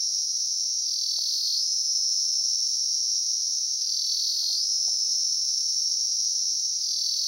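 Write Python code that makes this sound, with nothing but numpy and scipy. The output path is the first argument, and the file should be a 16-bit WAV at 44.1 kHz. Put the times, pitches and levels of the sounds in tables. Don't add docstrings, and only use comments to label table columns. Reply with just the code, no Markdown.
import sys
import numpy as np
from scipy import signal
from scipy.fft import rfft, irfft, next_fast_len
from scipy.io import wavfile
from scipy.ndimage import map_coordinates

SR = 44100
rng = np.random.default_rng(int(sys.argv[2]) if len(sys.argv) > 2 else 0)


def wav_record(signal):
    frames = np.transpose(np.atleast_2d(signal))
    bounded = np.clip(frames, -1, 1)
    quanta = np.round(bounded * 32767).astype(np.int16)
    wavfile.write(sys.argv[1], SR, quanta)


N = 320607

# (start [s], end [s])
DIPS = [(.818, 1.634), (3.775, 4.634), (6.769, 7.61)]
# (time [s], relative level [dB])
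BACKGROUND_SWELL = [(0.0, -74.5), (0.99, -79), (1.29, -76.5), (2.61, -81), (3.26, -85.5), (3.91, -72.5),
                    (4.49, -72), (4.94, -70.5), (6.64, -76), (7.27, -69.5)]


def cicada():
    # (frequency [Hz], gain [dB])
    spread_spectrum = [(1000, -24), (2500, -102), (4000, -57), (4900, -42), (5450, -81), (6100, -31),
                       (6700, 25), (7200, 12.5), (9200, 11.5), (10500, -29), (12000, -27), (13000, 4.5),
                       (15600, 17.5)]
    dip, slack, slowing, throb_db, sizzle_gain = abdomen_motion()
    hurry, pace_hz = tymbal_pace()
    unevenness = (.0048 - .0028 * dip) * wobble(130)
    scatter_s = 120e-6 - 80e-6 * np.clip(slack, 0, 1)
    rate_hz = pace_hz * (1 - slowing + unevenness)
    clicks = tymbal_clicks(rate_hz, scatter_s, size_db=2.5)
    rasp = leaves(abdomen_rasp(clicks, slack), delay_ms=.7, band_hz=140)
    whine = abdomen_whine(rate_hz, abdomen_resonance(slack, dip, hurry), dip)
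    whine_gain = amp(1.3 * dip - 5.5 * hurry)
    song = rasp * amp(.45 * throb_db) + whine_gain * whine * amp(throb_db)
    song = leaves(song / np.hypot(1, whine_gain), delay_ms=.3, band_hz=81)
    mid = unit(song + amp(-9) * echoes(song, fade_s=0.7))
    side = amp(-15.5) * unit(ring(echoes(clicks, fade_s=0.14), spread_spectrum))
    level_db = -25 - 2.5 * hurry - 0.45 * dip - curve([(0, 0.5), (2, 0)])
    return amp(level_db) * np.array([mid + side, mid - side]) + tymbal_hiss(hurry, sizzle_gain)


def tymbal_pace():
    slow_hz, fast_hz, buzz_s = 476, 563, 2.14
    falter_hz, falter_s = 6, .12
    t = np.arange(N) / SR
    hurry, falter = np.zeros((2, N))
    for start, end in DIPS:
        progress = np.clip(1 + (t - start) / buzz_s, 0, 1)
        rise = .38 * progress + .62 * progress ** 4.2
        fall = np.clip((end - t) / (end - start), 0, 1) ** 1.55
        hurry += np.minimum(rise, fall)
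        falter += np.exp(-((t - end) / falter_s) ** 2)
    return hurry, slow_hz + (fast_hz - slow_hz) * hurry - falter_hz * falter


def tymbal_clicks(rate_hz, scatter_s, size_db, half_width=8):
    cycles = np.cumsum(rate_hz) / SR
    position = np.interp(np.arange(1, int(cycles[-1])), cycles, np.arange(N))
    chance = rng.standard_normal((len(position), 2))
    position = position + chance[:, 0] * scatter_s[position.astype(int)] * SR
    index = position.astype(int)[:, None] + np.arange(1 - half_width, half_width + 1)
    offset = index - position[:, None]
    taper = np.cos(np.pi * offset / (2 * half_width)) ** 2
    pulses = np.sinc(offset) * taper * amp(size_db * chance[:, 1:])
    return np.bincount(np.clip(index, 0, N - 1).ravel(), pulses.ravel(), N)


def abdomen_motion():
    let_go_s, tighten_s, tighten_early_s = .064, .021, .031
    pump_hz, pump_rise_hz_per_s, rush_s = 39.8, 15.6, .393
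    t = np.arange(N) / SR
    dip, slack, slowing, throb_db, sizzle_gain = np.zeros((5, N))
    for start, end in DIPS:
        progress = np.clip((t - start) / (end - start), 0, 1)
        let_go = 1 - np.exp(-np.maximum(t - start, 0) / let_go_s)
        tighten = .5 - .5 * np.tanh((t - end + tighten_early_s) / (2 * tighten_s))
        depth = let_go * tighten
        extra_turns = .5 * pump_rise_hz_per_s * np.maximum(t - end + rush_s, 0) ** 2
        turns = .314 + pump_hz * (t - start) + extra_turns
        angle = 2 * np.pi * (turns + .015 * wobble(30))
        sag = np.interp(progress, (0, 1), (1.09, .95))
        pull = np.interp(progress, (0, 1), (1.5, .5))
        briefness = np.interp(progress, (0, 1), (.95, 3.3))
        lopsided_angle = angle + .36 * np.cos(angle)
        stroke = (.5 - .5 * np.cos(lopsided_angle)) ** briefness
        dip += depth
        slack += depth * sag * (1 - pull * stroke)
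        slowing += depth * .08 * (1 - .93 * progress) * np.cos(angle - 2 * np.pi * .29 * progress)
        throb_db += depth * 5.8 * (1 - .65 * progress) * np.cos(angle - 2 * np.pi * .18)
        sizzle_gain += depth * amp(-49.5 - 20 * np.abs(progress - .72))
    return dip, slack, slowing, throb_db, sizzle_gain


def abdomen_rasp(clicks, slack):
    # (frequency [Hz], gain [dB])
    taut_spectrum = [(900, -64), (2000, -52.5), (3100, -38.5), (3500, -31.5), (4000, -16), (4900, -8.5),
                     (5350, 1), (5750, 4), (6000, -2.5), (6500, -5.5), (7100, -50.5), (9600, -35),
                     (12000, -43.5), (14600, -46.5), (15600, -29)]
    half_spectrum = [(900, -61), (2000, -41.5), (3100, -34), (3900, -14.5), (4400, -4.5), (4750, -9),
                     (5300, 7), (6400, -7), (7100, -51.5), (9700, -27), (11500, -34), (12700, -27),
                     (14500, -50), (15600, -59)]
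    slack_spectrum = [(900, -93), (2000, -51.5), (3100, -28.5), (3500, -17.5), (4000, -21.5), (4400, -5),
                      (4700, -13.5), (5500, 2.5), (6400, -5.5), (7100, -52.5), (9700, -29.5), (11500, -27),
                      (12700, -42), (14500, -51), (15600, -30)]
    taut = np.clip(1 - 2 * slack, 0, 1)
    loose = np.clip(2 * slack - 1, 0, 1)
    return unit(ring(clicks * taut, taut_spectrum)
                + ring(clicks * (1 - taut - loose), half_spectrum)
                + ring(clicks * loose, slack_spectrum))


def abdomen_resonance(slack, dip, hurry):
    taut_hz, rise_hz, slack_hz = 5420, 200, 4340
    flutter_hz = np.interp(np.sqrt(hurry), (0, 1), (96.2, 77.2))
    phase = 2 * np.pi * np.cumsum(flutter_hz * (1 + 0.0283 * wobble(25))) / SR
    flick_hz = 75 * (1 + 2 * hurry) * (np.sin(phase) + .9 * np.sin(2 * phase))
    high_hz = taut_hz + (rise_hz * hurry + flick_hz) * (1 - dip ** 2)
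    return high_hz + (slack_hz - high_hz) * slack


def abdomen_whine(rate_hz, centre_hz, dip):
    width_hz = 440 + 120 * dip
    waver_hz = 70 - 42 * dip
    multiples = np.arange(7, 14)[:, None]
    detune = (multiples * rate_hz - centre_hz) / width_hz
    gain = 1 / (1 + detune ** 2) ** 2.7
    gain /= np.linalg.norm(gain, axis=0)
    lag = 1.6 * np.arctan(detune)
    phase = multiples * 2 * np.pi * np.cumsum(rate_hz) / SR - lag
    waver = 2 * np.pi * np.cumsum(waver_hz * wobble(420)) / SR
    return unit(np.sum(gain * np.sin(phase + waver), axis=0))


def tymbal_hiss(hurry, sizzle_gain):
    # (frequency [Hz], gain [dB])
    overtone_spectrum = [(7000, -51), (8200, -10), (9000, 1.5), (9600, 1.5), (10400, 0), (11500, -10.5),
                         (12800, -10.5), (14500, -27), (15600, -12)]
    # (frequency [Hz], gain [dB])
    sizzle_spectrum = [(7000, -50), (10500, -9), (11700, -2), (12700, 0), (13400, -2), (14500, -20),
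                       (15600, -5)]
    noise = rng.standard_normal(N)
    overtone = amp(-52 - 3.5 * hurry ** 2) * unit(ring(noise, overtone_spectrum))
    return overtone + sizzle_gain * unit(ring(noise, sizzle_spectrum))


def leaves(x, delay_ms, band_hz):
    size = next_fast_len(N + SR // 2)
    hz = np.fft.rfftfreq(size, 1 / SR)
    paths = map_coordinates(rng.standard_normal(2048), [hz / band_hz], mode="mirror")
    delay_s = delay_ms / 1000 * paths ** 2 * (hz / 5500) ** 3
    phase = 2 * np.pi * np.cumsum(delay_s) * SR / size
    return irfft(rfft(x, size) * np.exp(-1j * phase), size)[:N]


def echoes(x, fade_s):
    t = np.arange(SR // 2) / SR
    tail = rng.standard_normal(len(t)) * amp(-60 * t / fade_s)
    return signal.oaconvolve(x, tail / np.linalg.norm(tail))[:N]


def finger_taps():
    # (time [s], relative level [dB], share of the bright click [0-1])
    touches = [(1.15, -65, 0.94), (1.186, -47.5, 0.38), (1.988, -62.5, 1), (2.007, -62, 0.56),
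               (2.406, -56, 0.098), (3.457, -63.5, 0.38), (3.523, -64, 0.28), (4.43, -56, 0.97),
               (4.5, -53, .1), (4.881, -46.5, 0.09)]
    # (frequency [Hz], relative level [dB], time to fade by 60 dB [s])
    case_tones = [(723, 10.5, 0.0084), (584, 1, 0.0074), (200, -26, 0.03)]
    click_hz, click_fade_s = 1350, 0.0059
    t = np.arange(SR // 20) / SR
    shift = .35 * np.array([[1], [-1]])
    knock = sum(amp(db - 60 * t / fade_s) * np.sin(2 * np.pi * hz * t + shift)
                for hz, db, fade_s in case_tones)
    knock *= (1 - np.exp(-t / 0.0031)) ** 2
    knock /= np.abs(knock).max()
    click = np.sin(2 * np.pi * click_hz * t + 2 * shift) * amp(-60 * t / click_fade_s)
    click *= (1 - np.exp(-t / 0.00086)) ** 2
    click /= np.abs(click).max()
    taps = np.zeros((2, N))
    for time_s, db, bright in touches:
        start = round(time_s * SR)
        taps[:, start:start + len(t)] += amp(db) * (knock + bright * click)
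    return taps


def forest_rumble():
    # (frequency [Hz], gain [dB])
    spectrum = [(35, -32), (60, -2.5), (219, 1.5), (376, -1.5), (440, -0.5), (507, -2), (1300, -11.5),
                (1800, -11), (2340, -31), (3960, -120)]
    return amp(curve(BACKGROUND_SWELL) + wobble(18) + 1.5) * stereo_noise(spectrum, side_db=-5.5)


def handling_noise():
    # (frequency [Hz], gain [dB])
    spectrum = [(15, -25), (35, -3), (65, 2), (110, -0.5), (250, -62), (1000, -75)]
    # (time [s], level [dB])
    grip_shifts = [(1.19, -76), (4.46, -72), (4.92, -72), (5.14, -70), (7.03, -71)]
    t = np.arange(N) / SR
    bumps = sum(amp(db) * np.exp(-((t - time_s) / 0.033) ** 2) for time_s, db in grip_shifts)
    swell_db = curve(BACKGROUND_SWELL)
    level_db = -86.5 + 1.6 * (swell_db - swell_db.mean()) + 3.0 * wobble(8.1)
    return (amp(level_db) + bumps) * stereo_noise(spectrum, side_db=-25)


def forest_hiss():
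    # (frequency [Hz], gain [dB])
    spectrum = [(300, -7.5), (900, 9), (1650, 6.5), (1950, 15), (2300, 14.5), (2900, -5), (5000, -4.5)]
    return amp(-76) * stereo_noise(spectrum, side_db=-7)


def stereo_noise(spectrum, side_db):
    mid, side = (unit(ring(noise, spectrum)) for noise in rng.standard_normal((2, N)))
    return np.array([mid + amp(side_db) * side, mid - amp(side_db) * side])


def ring(x, spectrum, size=4096):
    hz, db = np.transpose(spectrum)
    log_hz = np.log(np.fft.rfftfreq(size, 1 / SR) + 1)
    gain = amp(np.interp(log_hz, np.log(hz), db))
    cepstrum = irfft(np.log(gain))
    cepstrum[1:size // 2] *= 2
    cepstrum[size // 2 + 1:] = 0
    response = irfft(np.exp(rfft(cepstrum)))
    return signal.oaconvolve(x, response)[:N]


def amp(db):
    return 10 ** (np.asarray(db) / 20)


def unit(x):
    return x / np.sqrt(np.mean(x ** 2) + 1e-20)


def curve(rows):
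    return np.interp(np.arange(N) / SR, *np.transpose(rows))


def wobble(rate):
    points = rng.standard_normal(int(N * rate / SR) + 4)
    return map_coordinates(points, [np.arange(N) * rate / SR])


def scene():
    return cicada() + forest_rumble() + handling_noise() + forest_hiss() + amp(6.5) * finger_taps()


def record(dry):
    top_hz = 15800
    size = next_fast_len(N + SR // 2)
    kept = np.fft.rfftfreq(size, 1 / SR) < top_hz
    return irfft(rfft(dry, size) * kept, size)[:, :N]


dry = scene()
out = record(dry)
wav_record(out)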